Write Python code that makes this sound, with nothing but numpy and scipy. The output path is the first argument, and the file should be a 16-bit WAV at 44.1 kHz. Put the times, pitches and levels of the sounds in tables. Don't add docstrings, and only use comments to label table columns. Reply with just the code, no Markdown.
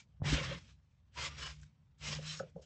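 import sys
import numpy as np
from scipy import signal
from scipy.fft import rfft, irfft, next_fast_len
from scipy.io import wavfile
from scipy.ndimage import uniform_filter1d, map_coordinates

SR = 44100
rng = np.random.default_rng(int(sys.argv[2]) if len(sys.argv) > 2 else 0)


def magnitude_from_level(level_db):
    exponent = np.asarray(level_db, float) / 20
    return 10 ** exponent


def digitize_waveform(pressure):
    field = np.atleast_2d(pressure).T
    bounded = np.clip(field, -1, 1)
    quanta = np.round(bounded * 32767).astype(np.int16)
    wavfile.write(sys.argv[1], SR, quanta)


N = 116865


def unit(x):
    return x / np.sqrt(np.mean(x ** 2) + 1e-20)


def curves(rows):
    times, *columns = np.transpose(rows)
    return [np.interp(np.arange(N) / SR, times, column) for column in columns]


def wobble(count):
    knots = rng.standard_normal(int(N * count / SR) + 4)
    return map_coordinates(knots, [np.arange(N) * count / SR])


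def filtered(x, response):
    size = next_fast_len(N + SR // 2)
    return irfft(rfft(x, size) * response(np.fft.rfftfreq(size, 1 / SR)), size)[..., :N]


def colour(points):
    f, db = np.transpose(points)
    return lambda hz: magnitude_from_level(np.interp(np.log(hz + 1), np.log(f + 1), db, left=-120, right=-120))


def resonant(modes):
    def response(f):
        total = 0
        for k, (centre, width, db) in enumerate(modes):
            peak = 1j * f * width / (centre * centre - f * f + 1j * f * width)
            total = total + (-1) ** k * magnitude_from_level(db) * peak
        return total
    return response


def patchy(patchy_db):
    z = signal.stft(rng.standard_normal(N + 512), nperseg=512)[2]
    across = uniform_filter1d(rng.standard_normal(z.shape), size=2, axis=0)
    streaks = unit(uniform_filter1d(across, size=14, axis=1))
    return unit(signal.istft(z * magnitude_from_level(patchy_db * streaks), nperseg=512)[1][:N])


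def ring(modes, attack_s):
    t = np.arange(SR // 4) / SR
    tones = sum(magnitude_from_level(db - 60 * t / t60) * np.sin(2 * np.pi * hz * t) for hz, db, t60 in modes)
    return (1 - np.exp(-(t / attack_s) ** 2)) * tones


def puff(modes, t60):
    t = np.arange(SR // 4) / SR
    response = resonant(modes)(np.fft.rfftfreq(len(t), 1 / SR)) ** 4
    noise = irfft(rfft(rng.standard_normal(len(t))) * response, len(t))
    return unit(noise) * magnitude_from_level(-60 * t / t60) * (1 - np.exp(-(t / 0.0011) ** 2))


def swell(length):
    return np.sin(np.linspace(0, np.pi, round(length * SR))).clip(0) ** .5


def add(track, s, sound):
    track[round(s * SR):][:len(sound)] += sound


# frequency in Hz, density in dB per Hz.
YARD_COLOUR = [(15, -48.5), (25, -24.5), (49, -8), (127, -6.5), (341, -34.5), (557, -34), (696, -36.5),
               (1010, -36), (4000, -56.5), (9020, -66.5), (11700, -69), (19800, -120)]


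def yard():
    drift = magnitude_from_level(-69.5 + wobble(count=4))
    return drift * unit(filtered(patchy(patchy_db=1.0), colour(YARD_COLOUR)))


def fence(x):
    level_db, t60_s, delay = -17, 0.12, 600
    t = np.arange(SR // 3) / SR
    tail = rng.standard_normal(len(t)) * magnitude_from_level(-60 * t / t60_s)
    tail = tail / np.linalg.norm(tail)
    return magnitude_from_level(level_db) * signal.fftconvolve(np.pad(x, (delay, 0)), tail)[:N]


# start in seconds, level in dB, pitch in Hz, t60 in seconds.
HOOK_TICKS = [(.548, -52, 3500, .025), (.7, -68, 1500, .05), (.7, -72, 6000, .04), (.798, -78, 1500, .03),
              (1.14, -70, 7000, .08), (1.171, -54, 2200, .03), (1.207, -46, 2500, .02),
              (1.631, -58, 1500, .035), (1.631, -60, 3200, .03), (1.631, -63, 7300, .05),
              (1.612, -60, 7600, .05), (1.982, -70, 7300, .06), (2.012, -60, 3500, .04),
              (2.1495, -33, 5200, .013), (2.372, -43, 4800, .025), (2.391, -44, 5800, .025),
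              (2.495, -74, 7300, .05), (2.565, -75, 7500, .03), (2.619, -63, 6300, .1)]
# frequency in Hz, gain in dB.
MIC_TREBLE = [(10, 0), (7500, 0), (9300, -30)]


def ticks():
    out = np.zeros(N + SR)
    for s, db, hz, t60 in HOOK_TICKS:
        add(out, s, magnitude_from_level(db) * puff([(hz, hz, 0)], t60))
    return filtered(out[:N], colour(MIC_TREBLE))


# start in seconds, length in seconds, pitch in Hz, level in dB.
SPRING_SINGS = [(.28, .13, 3096, -48), (.3, .06, 2780, -47), (.32, .04, 2250, -52), (.36, .05, 3200, -48),
                (.33, .07, 3590, -50), (.26, .05, 1040, -52), (.23, .07, 1850, -54), (.55, .05, 5200, -67),
                (.45, .13, 1830, -57), (.42, .16, 3250, -56), (1.155, .07, 980, -51),
                (1.22, .06, 1150, -52), (.34, .14, 1080, -54), (1.2, .08, 3200, -51), (1.16, .1, 4850, -53),
                (1.16, .1, 2100, -54), (1.28, .07, 1200, -64), (1.4, .11, 2950, -52), (1.4, .13, 5150, -56),
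                (1.38, .14, 1620, -56), (1.4, .09, 1050, -60), (2.04, .06, 2130, -55),
                (2.105, .05, 5400, -51), (2.11, .045, 4850, -52), (2.04, .06, 2950, -54),
                (2.1, .06, 3200, -54), (2.01, .08, 5200, -57), (2.02, .08, 5900, -57),
                (2.05, .05, 6600, -58), (2.23, .14, 4030, -53), (2.25, .1, 3100, -53),
                (2.23, .08, 2750, -59), (2.26, .07, 5450, -53), (2.33, .09, 5400, -58),
                (2.26, .18, 6700, -61)]


def sings():
    out = np.zeros(N + SR)
    for s, length, hz, db in SPRING_SINGS:
        response = resonant([(hz, hz * .06, 0)])
        band = filtered(rng.standard_normal(N), lambda f: response(f) ** 2)
        settled = band[SR:][:round(length * SR)]
        add(out, s, magnitude_from_level(db) * swell(length) ** 2 * unit(settled))
    return out[:N]


# time in seconds, pitch in Hz, level in dB rms.
TAUT_TONE = [
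    (1.96, 148.8, -86.5),
    (2.038, 149.3, -55),
    (2.186, 149.8, -47),
    (2.31, 155.8, -50.5),
    (2.38, 154, -57),
    (2.39, 158.0, -68),
]


def taut():
    first, last = TAUT_TONE[0], TAUT_TONE[-1]
    fade_in = (first[0] - .05, first[1], -120)
    fade_out = (last[0] + .05, last[1], -120)
    hz, db = curves([fade_in] + list(TAUT_TONE) + [fade_out])
    return np.sqrt(2) * magnitude_from_level(db) * np.sin(2 * np.pi * np.cumsum(hz) / SR)


# start in seconds, length in seconds, pitch in Hz, level in dB.
STRETCH_HUMS = [(.304, .054, 63, -27), (.2, 0.11, 136.4, -40), (.53, .09, 150, -55),
                (.36, 0.21, 134.3, -42.5), (.42, 0.181, 168, -47.5), (1.16, 0.089, 70.2, -46),
                (1.27, 0.065, 69, -45.5), (1.38, 0.073, 65.6, -46), (1.47, 0.067, 66.5, -47),
                (1.59, 0.074, 66, -54.5), (1.17, .12, 127, -54), (1.3, 0.22, 136.4, -56),
                (1.4, 0.3, 149, -56), (2.42, 0.046, 160, -50), (2.548, 0.037, 169, -47.5),
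                (2.17, 0.13, 87.7, -52), (2, .07, 60, -53), (2.09, .06, 66, -52), (2.07, .06, 210, -57)]


def hums():
    out = np.zeros(N + SR)
    for s, length, hz, db in STRETCH_HUMS:
        shape = swell(length)
        waver = 1 + .008 * wobble(5)[:len(shape)]
        cycles = np.cumsum(hz * waver) / SR
        add(out, s, magnitude_from_level(db) * shape * np.sin(2 * np.pi * cycles))
    return out[:N]


# start in seconds, level in dB, pitch in Hz, t60 in seconds.
BODY_THUMPS = [
    (0.2195, -23, 95, 0.04),
    (0.317, -28, 87, 0.07),
    (.3255, -24, 280, 0.07),
    (0.337, -27, 62, 0.06),
    (2.4, -42, 122, .12),
]


def thumps():
    out = np.zeros(N + SR)
    for s, db, hz, t60 in BODY_THUMPS:
        add(out, s, ring([(hz, db, t60)], attack_s=0.0016))
    return out[:N]


# time in seconds, strength in dB, share of the upper modes in dB.
MAT_LOAD = [(0.0, -70.5, 4.5), (0.18, -70.5, -9), (0.21, -46.5, 1.5), (0.31, -35, -0.5), (.4, -44, 0),
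            (.55, -51.5, -1), (0.68, -59.5, -4), (0.87, -75, -5.5), (1.14, -68, -4), (1.2, -56, 2),
            (1.62, -63, -6), (1.74, -74.5, 4.5), (1.96, -75.5, -2), (2.03, -57.5, 1), (2.13, -46.5, 1.5),
            (2.3, -56.5, -3), (2.45, -67, 4), (2.65, -64, -8)]
# frequency in Hz, width in Hz, level in dB.
LOW_MODES = [(62.7, 6, 2), (94, 18, -2)]
HIGH_MODES = [(131.04, 5.4, -3), (149.3, 6.5, 2), (204, 100, -8.5)]


def mat():
    def shaken(modes):
        response = resonant(modes)
        return unit(filtered(rng.standard_normal(N), lambda f: response(f) ** 2))

    load_db, upper_db = curves(MAT_LOAD)
    boom = magnitude_from_level(-upper_db) * shaken(LOW_MODES) + magnitude_from_level(upper_db) * shaken(HIGH_MODES)
    return thumps() + hums() + taut() + magnitude_from_level(load_db - 1.5) * boom


# start in seconds, peak
# level in dB.
EARLY_KNOCKS = [(0.379, -28.5), (0.416, -28), (0.517, -26)]


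def early_knocks():
    out = np.zeros(N + SR)
    for s, db in EARLY_KNOCKS:
        add(out, s - .004, magnitude_from_level(db + 10.5) * ring([(545, 0, 0.03)], attack_s=0.01))
    return out[:N]


# start in seconds, level in dB.
SKIN_SLAPS = [
    (0.199, -66),
    (0.2172, -45),
    (0.24, -45),
]
# frequency in Hz, width in Hz, level in dB.
SLAP_BODY = [(600, 850, 0)]


def slaps():
    out = np.zeros(N + SR)
    for s, db in SKIN_SLAPS:
        add(out, s, magnitude_from_level(db) * puff(SLAP_BODY, t60=.05))
    return out[:N]


# start in seconds, peak in dB, sole click in dB, ring length factor.
SHOE_KNOCKS = [
    (2.186, -36, -22, .7),
    (2.399, -28, -11, 1.1),
    (2.56, -31, -36, .6),
]
# frequency in Hz, level in dB, t60 in seconds.
PAD_MODES = [(170, -6, 0.05), (430, -4, 0.04), (544, 6, 0.04), (650, -3, .035), (759, -4, 0.03)]
SOLE_MODES = [(1314, 5, 0.04), (1470, 6, 0.035), (1680, 2, 0.025)]
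# frequency in Hz, width in Hz, level in dB.
PAD_RATTLE = [(520, 380, 0)]


def knocks():
    bounce_s, bounce_db, click_lead_s = .031, -14, .004

    def varied(modes, bounce, rings):
        return [(hz * (rng.normal(1, 0.0083) - .035 * bounce), level + rng.normal(0, bounce), t60 * rings)
                for hz, level, t60 in modes]

    out = np.zeros(N + SR)
    for s, db, click_db, rings in SHOE_KNOCKS:
        add(out, s, magnitude_from_level(db - 19) * puff(PAD_RATTLE, t60=.22))
        for k in range(3):
            strike_s = s + k * bounce_s
            pad = ring(varied(PAD_MODES, k, rings), attack_s=0.0048)
            add(out, strike_s, magnitude_from_level(db + k * bounce_db) * pad)
            sole_db = db + click_db - 1.5 + k * (bounce_db - 3 * k)
            sole = ring(varied(SOLE_MODES, k, rings), attack_s=0.0019)
            add(out, strike_s - click_lead_s, magnitude_from_level(sole_db) * sole)
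    return out[:N]


# time in seconds, strength in dB, brightness from 0 to 1.
FIRST_DROP = [
    [(0, -58.5, 0.98), (.06, -92, 1)],
    [(.222, -92, 0.2), (.236, -59, 0), (.262, -41.5, 0.11), (.33, -38, 0.9), (.355, -39, 0.13),
     (.385, -38.5, 0), (.42, -48, 0.11), (.44, -45.5, 0.26), (.48, -48, 0.04)],
    [(.51, -45.5, 0), (.565, -53.5, 0.05), (.6, -68, 0.55), (.64, -71, 0.74), (.7, -69.5, 0.7),
     (.745, -81, 0.99), (.775, -90.5, 0.6), (.85, -90.5, 0.7)],
]
SECOND_DROP = [
    [(1.11, -92, 0.29), (1.15, -69, 0.67), (1.175, -50.5, 0.13), (1.21, -46, 0.65), (1.255, -41.5, 0.88),
     (1.3, -57, 0.18), (1.355, -62, 0.3)],
    [(1.43, -46.5, 0.62), (1.48, -49, 0.49), (1.53, -61.5, 0.93), (1.575, -73, 0.92), (1.64, -73, 0.86),
     (1.7, -86.5, .7), (1.8, -92, 0.48)],
]
THIRD_DROP = [
    [(1.97, -90.5, 0.44), (2.005, -67, 1), (2.02, -54, 0.41), (2.075, -44, 0.9), (2.105, -48, 0.8),
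     (2.128, -47, 0.74), (2.16, -51, 0.53), (2.21, -63, 1)],
    [(2.24, -55.5, 0.73), (2.285, -47, 1), (2.335, -49, 0.97), (2.365, -56, 0.91), (2.405, -60.5, 0.93),
     (2.42, -67.5, 0.15), (2.54, -86.5, 0.44)],
    [(2.61, -81, 1), (2.622, -69, 0.98), (2.65, -74, 1)],
]
# frequency in Hz, density in dB per Hz.
DULL_CLOTH = [(150, -42.5), (250, -10), (554, -0.5), (750, -10), (1100, -5), (2100, -2.5), (3100, -4.5),
              (4600, -14.5), (7200, -22.5), (9020, -44), (11000, -120)]
BRIGHT_CLOTH = [(150, -48.5), (250, -30.5), (1070, -9), (3110, -2), (4730, -3.5), (5420, -2.5), (7880, -9),
                (9020, -36), (11700, -84.5), (19800, -120)]


def scuff():
    grain_db, grains_per_s, grain_spread_db = -8, 3000, 2.5
    strength_db, bright = curves([row for table in FIRST_DROP + SECOND_DROP + THIRD_DROP for row in table])
    bright = np.clip(bright, 0, 1)
    slipping = rng.random(N) < grains_per_s / SR
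    slips = slipping * rng.standard_normal(N) * magnitude_from_level(grain_spread_db * rng.exponential(1, N))
    raw = patchy(patchy_db=2.6) + magnitude_from_level(grain_db) * unit(slips)
    pressed = np.sqrt(1 - bright) * unit(filtered(raw, colour(DULL_CLOTH)))
    brushing = np.sqrt(bright) * unit(filtered(raw, colour(BRIGHT_CLOTH)))
    unevenness_db = 1.5 * wobble(60) + 0.37 * wobble(200)
    return magnitude_from_level(strength_db + unevenness_db) * (pressed + brushing)


def scene():
    near = ticks() + sings() + early_knocks() + slaps() + knocks() + scuff()
    return (yard() + fence(near) + mat() + near)[None]


def top_cut(x):
    return signal.sosfilt(signal.butter(12, 9170, fs=SR, output="sos"), x)


def record(dry):
    def response(hz):
        bass = (hz / (hz - 30j)) ** 2
        return bass * np.clip((9200 - hz) / 500, 0, 1)

    hiss = magnitude_from_level(-101.5) * rng.standard_normal(dry.shape)
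    mix = filtered(dry, response) + hiss
    return top_cut(mix)


dry = scene()
out = record(dry)
digitize_waveform(out)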